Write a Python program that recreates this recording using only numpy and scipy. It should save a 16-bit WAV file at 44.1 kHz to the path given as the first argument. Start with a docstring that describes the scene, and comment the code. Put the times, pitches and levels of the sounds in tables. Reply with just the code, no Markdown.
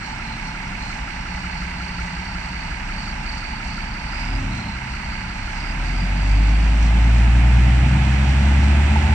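"""A six-cylinder diesel dump truck idles in a quarry, labours, blips its throttle, then revs up under load.
Its firings send pressure pulses and puffs of gas down the exhaust pipe, which drones, and excite the
block and panels, which growl and clatter. The fan rushes, belt-driven parts hum, fittings jingle and thin
metal squeaks in spurts. A loose panel slaps near the end. The open site rumbles faintly underneath."""
import sys
import numpy as np
from scipy import signal
from scipy.fft import rfft, irfft, next_fast_len
from scipy.io import wavfile
from scipy.ndimage import uniform_filter1d, map_coordinates

SR = 44100
rng = np.random.default_rng(int(sys.argv[2]) if len(sys.argv) > 2 else 0)


def put_to_file(sound):
    """Save the sound as 16-bit audio at rate SR, in the file named by the first command-line argument."""
    columns = np.atleast_2d(sound).T  # one column per channel
    safe = np.clip(columns, -1, 1)
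    whole_steps = np.round(safe * 32767)
    wavfile.write(sys.argv[1], SR, whole_steps.astype(np.int16))


N = 403074
TIME = np.arange(N) / SR
CYLINDERS = 6


def amp(db):
    """Amplitude ratio of a level in decibels."""
    return 10 ** (np.asarray(db) / 20)


def unit(x):
    """Normalisation to an rms of 1."""
    return x / np.sqrt(np.mean(x ** 2) + 1e-20)


def along(points, hz):
    """Interpolation of (Hz, value) points on a logarithmic frequency axis."""
    f, v = np.transpose(points)
    return np.interp(np.log(hz + 1), np.log(f + 1), v)


def swell(x, centre, half):
    """A Gaussian bell of height 1."""
    return np.exp(-((x - centre) / half) ** 2)


def gate(start, end, ramp_s):
    """A trapezoidal envelope, at half height at start and end."""
    return np.clip(.5 + np.minimum(TIME - start, end - TIME) / ramp_s, 0, 1)


def wobble(rate):
    """Smooth random modulation with rate knots a second."""
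    return map_coordinates(rng.standard_normal(int(N * rate / SR) + 4), [np.arange(N) * rate / SR])


def tone(turns, db, waver_db, drift):
    """A sinusoid under random amplitude and phase modulation."""
    gain = amp(db + 4 + waver_db * wobble(12))
    return gain * np.sin(2 * np.pi * (turns + rng.uniform()) + drift * wobble(8.4))


def filtered(x, response):
    """Linear filtering: the spectrum is multiplied by a frequency response."""
    size = next_fast_len(N + SR // 2)
    return irfft(rfft(x, size) * response(np.fft.rfftfreq(size, 1 / SR)), size)[..., :N]


def resonance(f, hz, width):
    """Frequency response of a damped oscillator."""
    return 1j * f * width / (hz * hz - f * f + 1j * f * width)


# Likeness of the two channels. Each row: frequency in Hz, left-right correlation.
COHERENCE = [(60, .97), (260, .96), (340, .8), (440, .25), (600, .47), (770, .86), (1200, .32), (1450, .8),
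             (1700, .38), (2050, .53), (3050, .4), (3500, .12), (4400, .55), (5600, .48), (6300, .25),
             (10000, .25)]
def spread(pair, colour):
    """Partial coherence: two independent signals mix into coloured stereo of rms 1, alike in the bass."""
    turn = lambda f: np.arccos(np.clip(along(COHERENCE, f), -1, 1)) / 2
    mid, side = filtered(pair, lambda f: colour(f) * np.array([np.cos(turn(f)), np.sin(turn(f))]))
    return unit(np.array([mid + side, mid - side]))


def cyclic_noise(cycle, repeat, size):
    """Partial periodicity: in two noises, the share repeat of the power recurs every engine cycle."""
    fine = 4 * size
    patterns = signal.resample(rng.standard_normal((2, size)), fine, axis=1)
    locked = np.array([np.interp(cycle % 1, np.arange(fine) / fine, p, period=1) for p in patterns])
    density = np.sqrt(1 / (size * np.gradient(cycle)))  # the same power per Hz as white noise
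    return np.sqrt(repeat) * density * locked + np.sqrt(1 - repeat) * rng.standard_normal((2, N))


def strokes(cycle, decay, uneven_db, scatter_db):
    """Exponential decay after each firing; every cylinder has its own strength."""
    firing = cycle * CYLINDERS
    k = np.floor(firing).astype(int)
    own = rng.standard_normal(CYLINDERS)
    chance = rng.uniform(-1, 1, 1024)
    strength_db = uneven_db * unit(own - own.mean())[k % CYLINDERS] + scatter_db * chance[k % 1024]
    return unit(uniform_filter1d(amp(strength_db) * np.exp(-(firing % 1) / decay), size=200))


# Engine speed. Each row: time in seconds, firing rate in Hz.
ENGINE_SPEED = [(0.0, 34.07), (0.9, 34.01), (1.4, 32.87), (2.1, 32.66), (2.9, 33.77), (4.1, 34.14),
                (4.33, 40.8), (4.55, 39.9), (4.75, 33.0), (5.05, 32.58), (5.25, 34.1), (5.52, 34.14),
                (6.0, 45.0), (6.25, 49.33), (6.6, 53.0), (7.8, 62.55), (8.8, 72.1), (9.14, 76.7)]
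def crankshaft():
    """Rotational inertia: spare fuel accelerates the shaft, so throttle is read from the gain in speed."""
    full_throttle_hz_per_s, pedal_s = 30, 0.12
    firing_hz = np.interp(TIME, *np.transpose(ENGINE_SPEED))
    cycle = np.cumsum(firing_hz) / SR / CYLINDERS  # four-stroke cycles elapsed
    revs = (firing_hz - firing_hz.min()) / np.ptp(firing_hz)  # 0 at idle, 1 at full speed
    gaining = np.gradient(firing_hz) * SR / full_throttle_hz_per_s
    throttle = uniform_filter1d(gaining, size=int(pedal_s * SR))  # negative while the fuel is cut
    return firing_hz, cycle, revs, throttle


# Pipe resonances lift the drone. Each row: firing rate in Hz, first and second harmonic levels in dB.
DRONE_HARMONICS = [(32.77, -38.5, -35.5), (34, -33.5, -46.5), (41.4, -23, -38), (49.4, -18.5, -30.5),
                   (50, -13.5, -25), (54.1, -14.5, -37.5), (57.1, -13, -23.5), (60.8, -12, -21),
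                   (64.7, -17.5, -21.5), (70.4, -13.5, -29), (75, -16.5, -31)]
# The engine's lope. Each row: multiple of the cycle rate, level in dB at idle and at full speed.
LOPE_ORDERS = [(4.76, -62, -28), (7.13, -61, -38.5), (8.66, -43.5, -39.5), (9.98, -40, -39.5),
               (10.93, -41, -50), (17.78, -48, -42), (17.99, -55, -40), (28.34, -48, -47.5)]
def drone(cycle, firing_hz, revs, throttle):
    """Periodic pressure pulses form harmonics; unequal cylinders add spectral lines between them."""
    overrun_db, rasp_db = -9, 1.1
    rates, *levels = np.transpose(DRONE_HARMONICS)
    first_db, second_db = (np.interp(firing_hz, rates, db) for db in levels)
    angle = 2 * np.pi * CYLINDERS * cycle
    first = amp(first_db + overrun_db * np.maximum(-throttle, 0) + 0.33 * wobble(24)) * np.cos(angle)
    second = amp(second_db + rasp_db * revs * wobble(60)) * np.cos(2 * angle + 0.082 * wobble(10))
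    lope = sum(tone(order * cycle, idle + (full - idle) * revs, waver_db=1.9, drift=0.089 + 0.11 * revs)
               for order, idle, full in LOPE_ORDERS)
    fill_db = -4.5 * swell(TIME, 0, 1.1)  # lighter at first
    return amp(fill_db) * (np.sqrt(2) * (first + second) + lope)


# Spectrum of the exhaust pipe. Each row: frequency in Hz, relative level in dB.
PIPE_SPECTRUM = [(40, -37), (80, -4.5), (110, 0), (140, 1.5), (190, 0), (240, -4), (310, -9), (370, -17.5),
                 (432, -35), (600, -53), (1100, -100)]
def exhaust_gas(cycle, firing_hz, revs, throttle):
    """Turbulent flow: each firing puffs gas through the pipe, louder and less periodic at speed."""
    gas_db = -43 + 22.5 * (1 - np.exp(-revs / 0.26)) - 2 * throttle
    surge_db = 3.5 * swell(firing_hz, 63.4, 1.4)  # a roar around one firing rate
    gas = cyclic_noise(cycle, repeat=0.068 + 0.092 * np.exp(-12 * revs), size=1024)
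    puffs = gas * (2 + strokes(cycle, decay=0.87, uneven_db=-8, scatter_db=4.5))
    return amp(gas_db + surge_db) * spread(puffs, lambda f: amp(along(PIPE_SPECTRUM, f)))


# Low spectrum of the block. Each row: frequency in Hz, relative level in dB.
GROWL_SPECTRUM = [(170, -39), (240, -3), (295, -3), (335, -6), (385, -7), (430, -21.5), (600, -72)]
def growl(cycle, revs):
    """Forced vibration: the block growls in a pattern that partly recurs every cycle."""
    level_db = -51.5 + 14.5 * (1 - np.exp(-revs / 0.73))
    shaking = cyclic_noise(cycle, repeat=0.45, size=1024)
    return amp(level_db) * spread(shaking, lambda f: amp(along(GROWL_SPECTRUM, f)))


# Spectrum of block and bonnet. Each row: frequency in Hz, relative level in dB.
BLOCK_SPECTRUM = [(260, -57), (450, -29.5), (684, -7.5), (800, -4.5), (866, -2), (936, -1), (1200, -4.5),
                  (1320, -6), (2160, -5), (2700, -5.5), (3380, -19), (4620, -15), (6500, -30),
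                  (8780, -28.5), (10300, -50.5), (13400, -54), (22000, -120)]
# Panel modes. Each row: frequency in Hz, bandwidth in Hz, relative level in dB.
PANEL_MODES = [(857, 41, -7), (1278, 28, -1), (1554, 190, -3), (1986, 62, -1), (2186, 122, 1),
               (2320, 190, -12.5), (5630, 630, -23.5), (7650, 310, -23)]
def clatter(cycle, revs, throttle):
    """Modal excitation: combustion and valve blows rattle the block and ring its panels."""
    fired = cycle - np.interp(1.433, TIME, cycle)  # counted from one combustion

    def blows():
        noise = cyclic_noise(cycle, repeat=.5, size=4096)
        return noise * (3.8 + strokes(fired, decay=.35, uneven_db=.8, scatter_db=1))

    ripple_db = 2.5 * rng.standard_normal(512)  # crowded narrow modes of the sheet metal
    ripple_hz = np.linspace(0, SR / 2, 512)
    block = spread(blows(), lambda f: amp(along(BLOCK_SPECTRUM, f) + np.interp(f, ripple_hz, ripple_db)))
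    modes = lambda f: sum((-1) ** k * amp(db) * resonance(f, hz, width) * abs(resonance(f, hz, 4 * width))
                          for k, (hz, width, db) in enumerate(PANEL_MODES))
    panels = spread(blows(), modes)
    hard_burn_db = 2.5 * np.maximum(throttle, 0)
    return amp(hard_burn_db) * (amp(-36.5 + 1.2 * revs) * block + amp(-39.5 + 0.5 * revs) * panels)


# Knocking parts. Each row: time of one knock in seconds, frequency in Hz, bandwidth in Hz,
# level in dB at idle and at full speed, unevenness in dB.
KNOCKING_PARTS = [(1.439, 1380, 260, -44.5, -68, .7), (1.559, 1400, 190, -52.5, -68, 3),
                  (1.465, 2250, 550, -48.5, -66, 1), (1.475, 875, 100, -52, -61, 1.5),
                  (1.496, 885, 100, -49.5, -59, 1.5), (1.546, 880, 100, -49, -61, 1),
                  (1.556, 870, 100, -52, -61, 1.5), (1.576, 885, 100, -50, -61, 1.5)]
def knocks(cycle, revs):
    """Impact excitation: each part is struck once a cycle and rings, clearest at idle."""
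    out = np.zeros((2, N))
    quadrature = np.array([[0], [np.pi / 2]])
    for s, hz, width, idle_db, full_db, uneven_db in KNOCKING_PARTS:
        turns = cycle - np.interp(s, TIME, cycle)
        k = np.floor(turns).astype(int) % 256
        strength = amp(uneven_db * rng.standard_normal(256))[k]
        contact = strength * np.exp(-(turns % 1) / (.028 + .05 * revs))
        clean = np.sin(2 * np.pi * (hz * TIME + rng.uniform(size=256)[k]) + quadrature)
        scrape = 1.8 * width / 260 * rng.standard_normal((2, N))  # damped parts sound drier
        mode = lambda f: resonance(f, hz, width) * resonance(f, hz, 3 * width) ** 2
        out += amp(idle_db + (full_db - idle_db) * revs) * spread(contact * (clean + scrape), mode)
    return out


# Belt-driven parts. Each row: multiple of the cycle rate, level in dB at free idle and while labouring.
BELT_ORDERS = [(31.8, -53.5, -40.5), (34.23, -46, -41.5), (39.26, -45, -62)]
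def belt_hum(cycle, revs):
    """Synchronous rotation: belt-driven parts hum in step with the crankshaft, fading at speed."""
    labour = gate(1.17, 2.7, ramp_s=0.56)
    return sum(tone(order * cycle, free + (loaded - free) * labour - 23.5 * revs, waver_db=2, drift=0.12)
               for order, free, loaded in BELT_ORDERS)


# Spectrum of the cooling air. Each row: frequency in Hz, relative level in dB.
AIR_SPECTRUM = [(240, -26), (400, -12.5), (470, -12.5), (856, -2.5), (994, -7.5), (1120, -9.5), (1730, -7),
                (1860, -7.5), (2310, -5.5), (2680, -10), (4740, -23.5), (5350, -27), (6560, -26.5),
                (7620, -23.5), (10300, -43), (13400, -53.5), (22000, -120)]
def fan(firing_hz):
    """Aerodynamic noise: rush and blade tone grow as powers of fan speed, which a slipping clutch limits."""
    driven_hz, limit_hz = 3.28 * firing_hz, 218
    blade_hz = driven_hz / (1 + (driven_hz / limit_hz) ** 12) ** (1 / 12)
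    decades = np.log10(blade_hz / limit_hz)
    air = spread(rng.standard_normal((2, N)), lambda f: amp(along(AIR_SPECTRUM, f)))
    blades = tone(np.cumsum(blade_hz) / SR, -29.5 + 67 * decades, waver_db=1.4, drift=.2)
    return amp(-28 + 40.5 * decades) * air + blades


def quarry():
    """Ambient noise: the open site gives a faint low rumble."""
    hz_db = [(8, -23), (20, -10), (30, 2), (60, -9), (150, -10), (600, -50), (3000, -74)]
    return amp(-39.5) * spread(rng.standard_normal((2, N)), lambda f: amp(along(hz_db, f)))


# Spells of harder shaking. Each row: centre in seconds, half length in seconds, boost in dB.
SHAKE_SPELLS = [(.17, .04, 2), (.47, .03, 2.5), (2.991, .032, 1), (4.55, 0.14, 1.5)]
def jingle(cycle, revs):
    """Forced vibration: light metal fittings shiver with the firings."""
    spells_db = sum(db * swell(TIME, s, half) for s, half, db in SHAKE_SPELLS)
    unrest_db = 1.9 * wobble(14)
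    shake = rng.standard_normal((2, N)) * amp(spells_db + unrest_db)
    shake *= 1.3 + strokes(cycle, decay=.45, uneven_db=1, scatter_db=3)
    hz_db = [(2500, -53), (4200, 1), (5000, -9), (5600, -4.5), (6100, -5.5), (6500, -11),
             (7900, -9.5), (10000, -33), (15000, -38)]
    return amp(-48.5 + 2 * revs) * spread(shake, lambda f: amp(along(hz_db, f)))


# Spurts of squeaking. Each row: start in seconds, length in seconds, level in dB, pitch in Hz.
SQUEAK_SPURTS = [(0.01, 0.18, -44, 4370), (.23, 0.13, -44.5, 4170), (.45, .14, -46.5, 4300),
                 (0.779, 0.15, -44.5, 4250), (1.08, 0.15, -47, 4380), (1.28, .21, -48, 4450),
                 (1.5, 0.41, -43.5, 4490), (1.928, 0.84, -45, 4510), (2.9, 0.22, -43, 4540),
                 (3.248, 0.32, -41, 4540), (3.57, 0.32, -44.5, 4560), (3.903, 0.26, -43.5, 4580),
                 (4.148, 0.12, -39.5, 4820), (4.281, 0.1, -40, 4850), (4.501, 0.26, -45, 4170),
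                 (4.881, 0.45, -44.5, 4540), (5.352, .14, -45.5, 4440), (5.571, 0.16, -43.5, 4760),
                 (5.832, 0.28, -44, 4710), (6.149, 0.32, -46.5, 4660), (6.45, .25, -47.5, 4600)]
def squeak(cycle):
    """Narrow-band resonance: thin metal, shaken by the firings, squeaks under a faint higher ring."""
    def ring(turns, half_width_hz):
        fuzz = filtered(rng.standard_normal((2, N)), lambda f: 1 / (1 + (f / half_width_hz) ** 2))
        return spread(fuzz * np.sin(2 * np.pi * turns), lambda f: f > 0)

    edge_s = .06
    level = sum(amp(db) * gate(s, s + length, edge_s) for s, length, db, _ in SQUEAK_SPURTS)
    starts, _, _, pitches = np.transpose(SQUEAK_SPURTS)
    spurt = np.maximum(np.searchsorted(starts - edge_s / 2, TIME) - 1, 0)
    note = ring(np.cumsum(pitches[spurt]) / SR, half_width_hz=175)
    upper = ring(5550 * TIME, half_width_hz=140)
    shake = unit((1 + .3 * np.sin(2 * np.pi * CYLINDERS * cycle)) * amp(1.8 * wobble(14)))
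    upper_db = -54 - 6 * np.minimum(TIME / 1.6, 1) ** 2 + 2 * wobble(10)
    return shake * (level * note + amp(upper_db) * upper)


# Heavier exhaust beats. Each row: centre in seconds, level in dB, frequency in Hz.
HEAVY_BEATS = [(1.02, -22.5, 57), (4.199, -25, 57.7), (4.385, -23, 44.4)]
def thumps():
    """Pressure transients: a heavier exhaust beat is a short, low wave packet."""
    return sum(amp(db) * swell(TIME, s, 0.039) * np.sin(2 * np.pi * hz * (TIME - s))
               for s, db, hz in HEAVY_BEATS)


# Brief swells of engine tones. Each row: centre and half length in seconds,
# multiple of the cycle rate, level in dB.
TONE_SWELLS = [(4.41, 0.15, 39.2, -40), (4.39, 0.17, 49, -50.5), (4.31, 0.084, 17, -33),
               (4.66, .06, 17, -33.5), (4.43, 0.061, 15, -30), (4.53, 0.13, 28, -35), (4.55, .1, 18, -34.5),
               (4.68, 0.075, 35, -36.5), (4.85, 0.19, 24, -38.5), (5.3, 0.2, 18.3, -40.5),
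               (6.05, 0.082, 24, -34), (6.42, 0.21, 34, -41), (7.92, 0.13, 14, -28), (7.9, .12, 16, -33.5),
               (7.92, .15, 18, -30.5), (8.33, 0.11, 13, -33), (8.68, .22, 24, -40.5), (8.85, .35, 30, -43)]
def tone_swells(cycle):
    """Amplitude modulation: exhaust notes and the belt-driven hum rise and fade at listed times."""
    return sum(swell(TIME, s, half) * tone(order * cycle, db, waver_db=-0.5, drift=0.6)
               for s, half, order, db in TONE_SWELLS)


# Slaps of a loose panel. Each row: start in seconds, peak level in dB, frequency in Hz.
PANEL_SLAPS = [(8.277, -25.5, 870), (8.455, -26.5, 860), (8.628, -24, 890), (8.795, -23.5, 865),
               (8.89, -25, 870), (8.918, -27, 870), (8.9595, -15.5, 875), (8.983, -27, 865),
               (9.037, -26, 860), (9.119, -22.5, 865)]
def panel_slaps():
    """Damped free vibration: each slap rings the loose panel, which rebounds once."""
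    rise_s, decay_s, rebound_s, rebound_db = .001, .0058, .014, -11
    out = np.zeros((2, N + SR))
    t = np.arange(SR // 10) / SR
    envelope = (1 - np.exp(-t / rise_s)) * np.exp(-t / decay_s)
    for s, db, hz in PANEL_SLAPS:
        for delay, loss_db in ((0, 0), (rebound_s, rebound_db)):
            ring = envelope / envelope.max() * np.sin(2 * np.pi * (hz * t + rng.uniform()))
            start = round((s + delay) * SR)
            out[:, start:start + len(t)] += amp(db + loss_db) * ring
    return out[:, :N]


# Stereo balance. Each row: frequency in Hz, left minus right level in dB.
LEFT_EXCESS = [(190, 0), (410, -1.5), (570, 5), (860, -4), (1230, 3), (1650, -8), (1930, -2.5), (2450, -10),
               (3300, -4.5), (4200, -2.5), (4600, -7.5), (6000, -3.5), (7500, 2.5), (8500, -4),
               (10000, -1.5)]
# Stereo phase. Each row: frequency in Hz, lead of the left channel in radians.
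LEFT_LEAD = [(200, .1), (350, 0), (690, .3), (860, .9), (1060, 2), (1300, 0), (1560, .2), (1800, -1.4),
             (2050, .3), (2500, 5.2), (2950, 6.7), (3800, 10.3), (4400, 9.7), (5600, 12), (6100, 12.3),
             (6500, 15.6), (8200, 16.9), (9300, 18.8)]
def stereo_image(x):
    """Directional cues: level and phase at left and right vary with frequency."""
    sides = np.array([[.5], [-.5]])
    balance = lambda f: amp(sides * along(LEFT_EXCESS, f))
    return filtered(x, lambda f: balance(f) * np.exp(1j * sides * along(LEFT_LEAD, f)))


def scene():
    """Superposition: the sounds of the truck, paced by one crankshaft, add to the quarry's rumble."""
    firing_hz, cycle, revs, throttle = crankshaft()
    tones = drone(cycle, firing_hz, revs, throttle) + thumps() + tone_swells(cycle)
    gas = exhaust_gas(cycle, firing_hz, revs, throttle)
    block = growl(cycle, revs) + clatter(cycle, revs, throttle) + knocks(cycle, revs)
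    fittings = panel_slaps() + jingle(cycle, revs) + squeak(cycle)
    return stereo_image(tones + gas + block + fittings + belt_hum(cycle, revs) + fan(firing_hz) + quarry())


def record(dry):
    """Band limiting: an ideal low-pass filter passes nothing above 15100 Hz."""
    return filtered(dry, lambda f: f < 15100)


dry = scene()
out = record(dry)
put_to_file(out)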